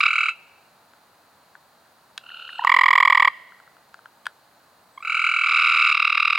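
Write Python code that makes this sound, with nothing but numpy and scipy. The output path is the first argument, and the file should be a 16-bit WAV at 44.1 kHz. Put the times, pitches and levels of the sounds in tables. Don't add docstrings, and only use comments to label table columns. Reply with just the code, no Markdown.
import sys
import numpy as np
from scipy import signal
from scipy.fft import rfft, irfft, next_fast_len
from scipy.io import wavfile
from scipy.ndimage import uniform_filter1d, minimum_filter1d

SR = 44100
rng = np.random.default_rng(int(sys.argv[2]) if len(sys.argv) > 2 else 0)


def master(y):
    cut = np.clip(np.atleast_2d(y).T, -1, 1)
    pcm = np.round(cut * 32767)
    wavfile.write(sys.argv[1], SR, pcm.astype(np.int16))


N = 281358
FFT_SIZE = next_fast_len(N + 2 * SR)
FREQ = np.maximum(np.arange(FFT_SIZE // 2 + 1) * SR / FFT_SIZE, 1)
TIME = np.arange(N) / SR


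def from_db(db):
    return 10 ** (np.asarray(db) / 20)


def unit_rms(x):
    return x / np.sqrt(np.mean(x ** 2) + 1e-20)


def curve(points):
    hz, values = np.transpose(points)
    return np.interp(np.log(FREQ), np.log(hz), values)


def filtered(x, response):
    return irfft(rfft(x, FFT_SIZE) * response, FFT_SIZE)[..., :N]


def resonance(hz, width):
    return 1 / (1 + 1j * (FREQ / hz - hz / FREQ) * hz / width)


def add(track, s, sound):
    start = int(np.clip(round(s * SR), 0, N))
    track[start:start + len(sound)] += sound[:N - start]


def trill_pulses(trill, settle_s, first_db, first_share):
    start, end, per_s, slowing, level_db = trill
    along = np.linspace(0, 1, round((end - start) * per_s) + 1)
    s = start + (end - start) * along * (1 - slowing / 2 * (1 - along))
    opening = np.exp(-((s - start) / settle_s) ** 1.1)
    db = level_db + first_db * opening
    share = 1 - (1 - first_share) * opening
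    s[-1] += .002
    share[-1] *= .98
    return np.column_stack([s, db, share])[s >= 0]


def larynx(trills, settle_s, first_db, first_share, start_hz, end_hz, length_s,
           attack_s, release_s, jitter, rasp_db, snap_db, overload_click_db):
    tone, air, t = np.zeros(N), np.zeros(N), np.arange(SR // 50) / SR
    glide_hz = start_hz + (end_hz - start_hz) * t / length_s
    pulses = np.vstack([trill_pulses(trill, settle_s, first_db, first_share) for trill in trills])
    for s, level_db, share in pulses:
        s += .00008 * rng.standard_normal()
        waver = uniform_filter1d(rng.standard_normal(len(t)), size=30)
        hz = glide_hz * (1 + jitter * waver + .012 * rng.standard_normal())
        phase = 2 * np.pi * np.cumsum(hz) / SR
        attack = np.sin(np.pi / 2 * np.clip(t / attack_s, 0, 1))
        release = np.sin(np.pi / 2 * np.clip((length_s * share - t) / release_s, 0, 1)) ** 2
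        push = attack * release * from_db(level_db + .65 * rng.standard_normal())
        overtones = share ** 2 * sum(np.cos(k * phase) / k for k in range(2, 9))
        add(tone, s, push * (np.cos(phase) + overtones))
        snap = from_db(level_db + snap_db) * np.exp(-t / .0018)
        add(air, s, (push * (1 + np.cos(phase)) + snap) * rng.standard_normal(len(t)))
        add(air, s + .0024, from_db([level_db + overload_click_db + 5 * rng.standard_normal()]))
    return tone, from_db(rasp_db) * air


def radiate(voice, sac, echoes, level_db, smear_t60, smear_amount):
    # frequency in Hz, gain in dB.
    rasp_colour = [(50, -29.5), (200, -8.5), (600, 11), (1500, 2), (3000, -8.5), (5000, 0), (6000, -7),
                   (7000, -5.5), (9000, -15), (10500, -13.5), (13000, -17.5), (14500, -10.5),
                   (16000, -19.5)]
    # frequency in Hz, share scattered at a smear_amount of 1.
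    rim_scatter = [(1200, 0.052), (2500, 0.25), (4000, 0.72), (5500, 0.72), (7000, .8), (16000, 1)]
    tone, air = voice
    body = sum((-1) ** k * from_db(db) * resonance(hz, width) for k, (hz, width, db) in enumerate(sac))
    paths = 1 + sum(share * np.exp(-2j * np.pi * FREQ * ms / 1000) for ms, share in echoes)
    t = np.arange(SR // 20) / SR
    smear = rng.standard_normal((2, len(t))) * from_db(-60 * t / smear_t60)
    smear = rfft(smear / np.sqrt(np.sum(smear ** 2, axis=1, keepdims=True)), FFT_SIZE)
    rough = np.clip(smear_amount * curve(rim_scatter), 0, 1)
    paths = paths * (np.sqrt(1 - rough ** 2) + rough * smear)
    rasp = filtered(air, from_db(curve(rasp_colour)) * paths)
    return from_db(level_db) * (filtered(tone, body * paths) + rasp)


def rim_frog():
    # first and last pulse in seconds, pulses per second, share of slowing, level in dB.
    trills = [(-.6045, .2810, 40.6, .068, 0.22), (5.0240, 5.9096, 40.6, .068, 0)]
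    # centre in Hz, width in Hz, gain in dB.
    sac = [(1394, 180, -14), (2248, 140, -3), (2649, 79, -6), (2819, 50, -7.5), (3184, 100, -17.5),
           (3860, 130, -17.5), (5020, 176, -28), (6520, 220, -36.5), (8350, 1000, -30.5)]
    # delay in ms, share of the pressure.
    echoes = [(.96, 0.31), (3.45, 0.18), (3.73, 0.096), (5.19, 0.13), (7.32, 0.33), (16.82, .1),
              (22.5, 0.052)]
    voice = larynx(trills, settle_s=.045, first_db=-10.5, first_share=.74,
                   start_hz=1064.6, end_hz=1593, length_s=.0116, attack_s=.0014, release_s=.0048,
                   jitter=.1, rasp_db=-54.5, snap_db=-8.5, overload_click_db=16.5)
    return radiate(voice, sac, echoes, level_db=.05, smear_t60=.057, smear_amount=.9)


def answering_frog():
    # first and last pulse in seconds, pulses per second, share of slowing, level in dB.
    trills = [(-.71, .0568, 39.1, .07, .5), (5.4427, 6.4006, 39.7, .018, 0.064)]
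    # centre in Hz, width in Hz, gain in dB.
    sac = [(1309, 196, -12.5), (2310, 554, -9), (2738, 131, 1), (3890, 180, -9.5), (4994, 450, -19.5),
           (8640, 790, -31.5)]
    # delay in ms, share of the pressure.
    echoes = [(4.25, 0.17), (15.4, 0.13), (23.8, 0.06)]
    voice = larynx(trills, settle_s=.039, first_db=-3, first_share=.71,
                   start_hz=991, end_hz=1400, length_s=.0088, attack_s=.0017, release_s=.0015,
                   jitter=.1, rasp_db=-58.5, snap_db=-2.5, overload_click_db=10.5)
    return radiate(voice, sac, echoes, level_db=0, smear_t60=.003, smear_amount=.37)


def reverb(send, t60, onset_s, width):
    # frequency in Hz, gain in dB.
    tail_colour = [(300, -8), (1100, -2.5), (1600, -3.5), (1950, 2.5), (2300, -3), (2700, 5.5), (3200, 2.5),
                   (4500, 1.5), (9000, -3), (16000, -17.5)]
    t = np.arange(SR) / SR
    build_up = 1 - np.exp(-(t / onset_s) ** 2)
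    mid, side = rng.standard_normal((2, SR)) * from_db(-60 * t / t60) * build_up
    response = (mid + width * side * [[1], [-1]]) / np.sqrt(np.sum(mid ** 2))
    return filtered(send, rfft(response, FFT_SIZE) * from_db(curve(tail_colour)))


def night_air(hush_db=-57, insects_db=-79.5):
    # frequency in Hz, relative spectral level in dB.
    hush_colour = [(18, -52.5), (30, -29.5), (86, -9.5), (199, -6.5), (404, -9.5), (600, -3), (684, -2.5),
                   (889, -1), (1590, -6), (2230, -14), (3490, -17.5), (4190, -10), (5310, -21.5),
                   (13000, -22), (16000, -22.5)]
    # frequency in Hz, left-right likeness from 0 to 1.
    likeness = [(60, 1), (180, 0.94), (550, 1), (1650, 0.67), (4970, 0.59), (15000, 0.51)]
    alike = np.clip(curve(likeness), 0, 1)
    colour = from_db(curve(hush_colour)) * np.sqrt([1 + alike, 1 - alike])
    mid, side = filtered(rng.standard_normal((2, N)), colour)
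    hush = mid + side * [[1], [-1]]
    insects = filtered(rng.standard_normal((2, N)), resonance(hz=4200, width=870))
    return from_db(hush_db) * unit_rms(hush) + from_db(insects_db) * unit_rms(insects)


def drips(tick_t60=.013, attack_s=.00022, low_cut_hz=490):
    # start in seconds, level in dB, pitch in Hz, tick offset in dB.
    drops = [(.935, -40, 1470, -20.5), (1.130, -47, 1350, -21), (1.5523, -30.5, 1590, -39),
             (2.1782, -23.5, 1670, 3), (2.302, -32, 1650, -24), (2.4915, -24.5, 1710, -28),
             (2.6385, -15.5, 1378, -26), (3.521, -34, 1480, -23), (3.6003, -35, 1438, -24),
             (3.676, -37.5, 1384, -21), (3.767, -39.5, 1410, -22), (3.9424, -27, 1470, -12.5),
             (3.9905, -35, 1430, -24.5), (4.0572, -27.5, 1480, -20.5), (4.2566, -29.5, 1590, -1),
             (4.2664, -11, 1550, -12), (5.308, -47, 1600, -24), (6.177, -17.5, 1720, -28)]
    # pitch ratio, level in dB, seconds to fall 60 dB.
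    modes = [(.66, -7, 0.01), (.93, -6, 0.023), (1.08, -4.5, 0.016), (2.15, -23, 0.014), (3.2, -39, 0.0051)]
    # frequency in Hz, gain in dB.
    tick_colour = [(500, -20), (1500, -2), (2300, 6), (3200, 5.5), (4200, 2.5), (5000, -2.5), (6000, -7),
                   (9000, -9.5), (13000, -20), (16000, -33)]
    rings, ticks, t = np.zeros(N), np.zeros(N), np.arange(SR // 20) / SR
    for s, level_db, hz, tick_db in drops:
        ring = sum((-1) ** k * from_db(db - 60 * t / t60) * np.sin(2 * np.pi * hz * ratio * t)
                   for k, (ratio, db, t60) in enumerate(modes))
        add(rings, s, from_db(level_db) * ring * (1 - np.exp(-t / attack_s)))
        add(ticks, s, from_db(level_db + tick_db - 60 * t / tick_t60) * rng.standard_normal(len(t)))
    sound = rings + filtered(ticks, from_db(curve(tick_colour)))
    return signal.sosfilt(signal.butter(3, low_cut_hz, "high", fs=SR, output="sos"), sound)


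def far_frog():
    # first and last pulse in seconds, pulses per second, share of slowing, level in dB.
    trills = [(2.208, 2.659, 38, .03, 1.2)]
    # centre in Hz, width in Hz, gain in dB.
    sac = [(1415, 140, -34.5), (2860, 330, -27.5), (3320, 320, -28.5), (4220, 240, -34), (7180, 200, -48.5)]
    voice = larynx(trills, settle_s=.047, first_db=-13, first_share=.77,
                   start_hz=1188, end_hz=1620, length_s=.01, attack_s=.002, release_s=.003,
                   jitter=.09, rasp_db=-59.5, snap_db=-2.5, overload_click_db=12.5)
    return radiate(voice, sac, echoes=[], level_db=-1.5, smear_t60=.028, smear_amount=1.14)


def whistles():
    # time in seconds, pitch in Hz, level in dB.
    glides = [
        [(2.35, 8900, -72), (2.39, 9150, -76), (2.47, 8950, -77), (2.52, 9800, -66), (2.56, 9000, -75)],
        [(2.52, 8400, -75), (2.56, 8000, -68), (2.60, 7400, -65)],
        [(4.92, 8200, -70), (4.96, 7750, -66), (5.0, 8050, -83), (5.02, 7650, -61.5), (5.04, 7500, -67)],
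    ]
    out = np.zeros(N)
    for glide in glides:
        s, hz, db = np.transpose(glide)
        gate = uniform_filter1d(1.0 * ((TIME > s[0]) & (TIME < s[-1])), size=400)
        phase = 2 * np.pi * np.cumsum(np.interp(TIME, s, hz)) / SR
        out += gate * from_db(np.interp(TIME, s, db)) * np.sin(phase)
    return out


def sac_hoots():
    # peak in seconds, level in dB, pitch in Hz, half length in seconds, dB per overtone.
    hoots = [(2.5955, -16.5, 900, 0.0024, -9.5), (2.625, -21.5, 980, 0.0053, -28),
             (4.9798, -29.5, 1083, 0.003, -7), (5.008, -37, 1145, 0.0038, -10)]
    out = np.zeros(N)
    for s, db, hz, half_s, step_db in hoots:
        t = TIME - s
        tone = sum(from_db(db + k * step_db) * np.sin(2 * np.pi * (k + 1) * hz * t) for k in range(3))
        out += tone * np.exp(-np.minimum((t / half_s) ** 2, 60))
    return out


def near_frog():
    # first and last pulse in seconds, pulses per second, share of slowing, level in dB.
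    trills = [(2.6470, 3.2717, 41.6, .085, 0)]
    # centre in Hz, width in Hz, gain in dB.
    sac = [(1132, 153, -3.5), (1891, 153, 1), (2264, 155, 0), (3390, 220, -8), (4080, 355, -17),
           (4926, 140, -15), (6840, 240, -27), (8230, 230, -20.5)]
    # delay in ms, share of the pressure.
    echoes = [(5.15, .08), (16.9, .03), (21.19, .05)]
    voice = larynx(trills, settle_s=.019, first_db=7, first_share=.39,
                   start_hz=878, end_hz=1169, length_s=.0093, attack_s=.0016, release_s=.0024,
                   jitter=.12, rasp_db=-39.5, snap_db=2.5, overload_click_db=23.5)
    return radiate(voice, sac, echoes, level_db=-.4, smear_t60=.0085, smear_amount=.66)


def scene():
    near, rim, answer, far = near_frog(), rim_frog(), answering_frog(), far_frog()
    water, hoots = drips(), sac_hoots()
    pool_send = (from_db(-48) * near + from_db(-17) * hoots + from_db(-10.5) * rim
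                 + from_db(-18) * answer + from_db(-5.5) * far + from_db(-22.5) * water)
    yard_send = (from_db(-26) * near + from_db(-42) * water
                 + from_db(-25.5) * (rim + answer) + from_db(-12) * far)
    pool = reverb(pool_send, t60=.11, onset_s=.012, width=.17)
    yard = reverb(yard_send, t60=.96, onset_s=.02, width=.4)
    close = ((near + rim + hoots) * from_db([[-.95], [.85]]) + answer * from_db([[-.1], [.1]])
             + water * from_db([[1.2], [-1.2]]))
    return close + far + pool + yard + whistles() + night_air()


def limiter(x, ceiling, window=90):
    allowed = ceiling / np.maximum(np.abs(x).max(axis=0), ceiling)
    return x * uniform_filter1d(minimum_filter1d(allowed, window), window)


def record(dry):
    # centre in Hz, width in Hz, gain in dB.
    port_modes = [(4900, 210, -6), (6640, 360, -4.5), (8900, 370, -7)]
    # frequency in Hz, lead of the left port in radians.
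    port_phase = [(0, -0.3), (3620, -0.1), (4310, -1.2), (4740, -0.5), (6030, 0), (8010, 0.1), (8610, 0.9),
                  (9040, 0.6), (9650, -0.1), (16100, 0.0)]
    port_gain = np.abs(1 + sum(from_db(db) * resonance(hz, width) for hz, width, db in port_modes))
    lag = np.interp(FREQ, *np.transpose(port_phase))
    right = filtered(dry[1], port_gain * np.exp(-1j * lag))
    limited = limiter(np.array([dry[0], right]), ceiling=.71)
    return signal.sosfilt(signal.cheby2(14, 60, 17000, fs=SR, output="sos"), limited)


dry = scene()
out = record(dry)
master(out)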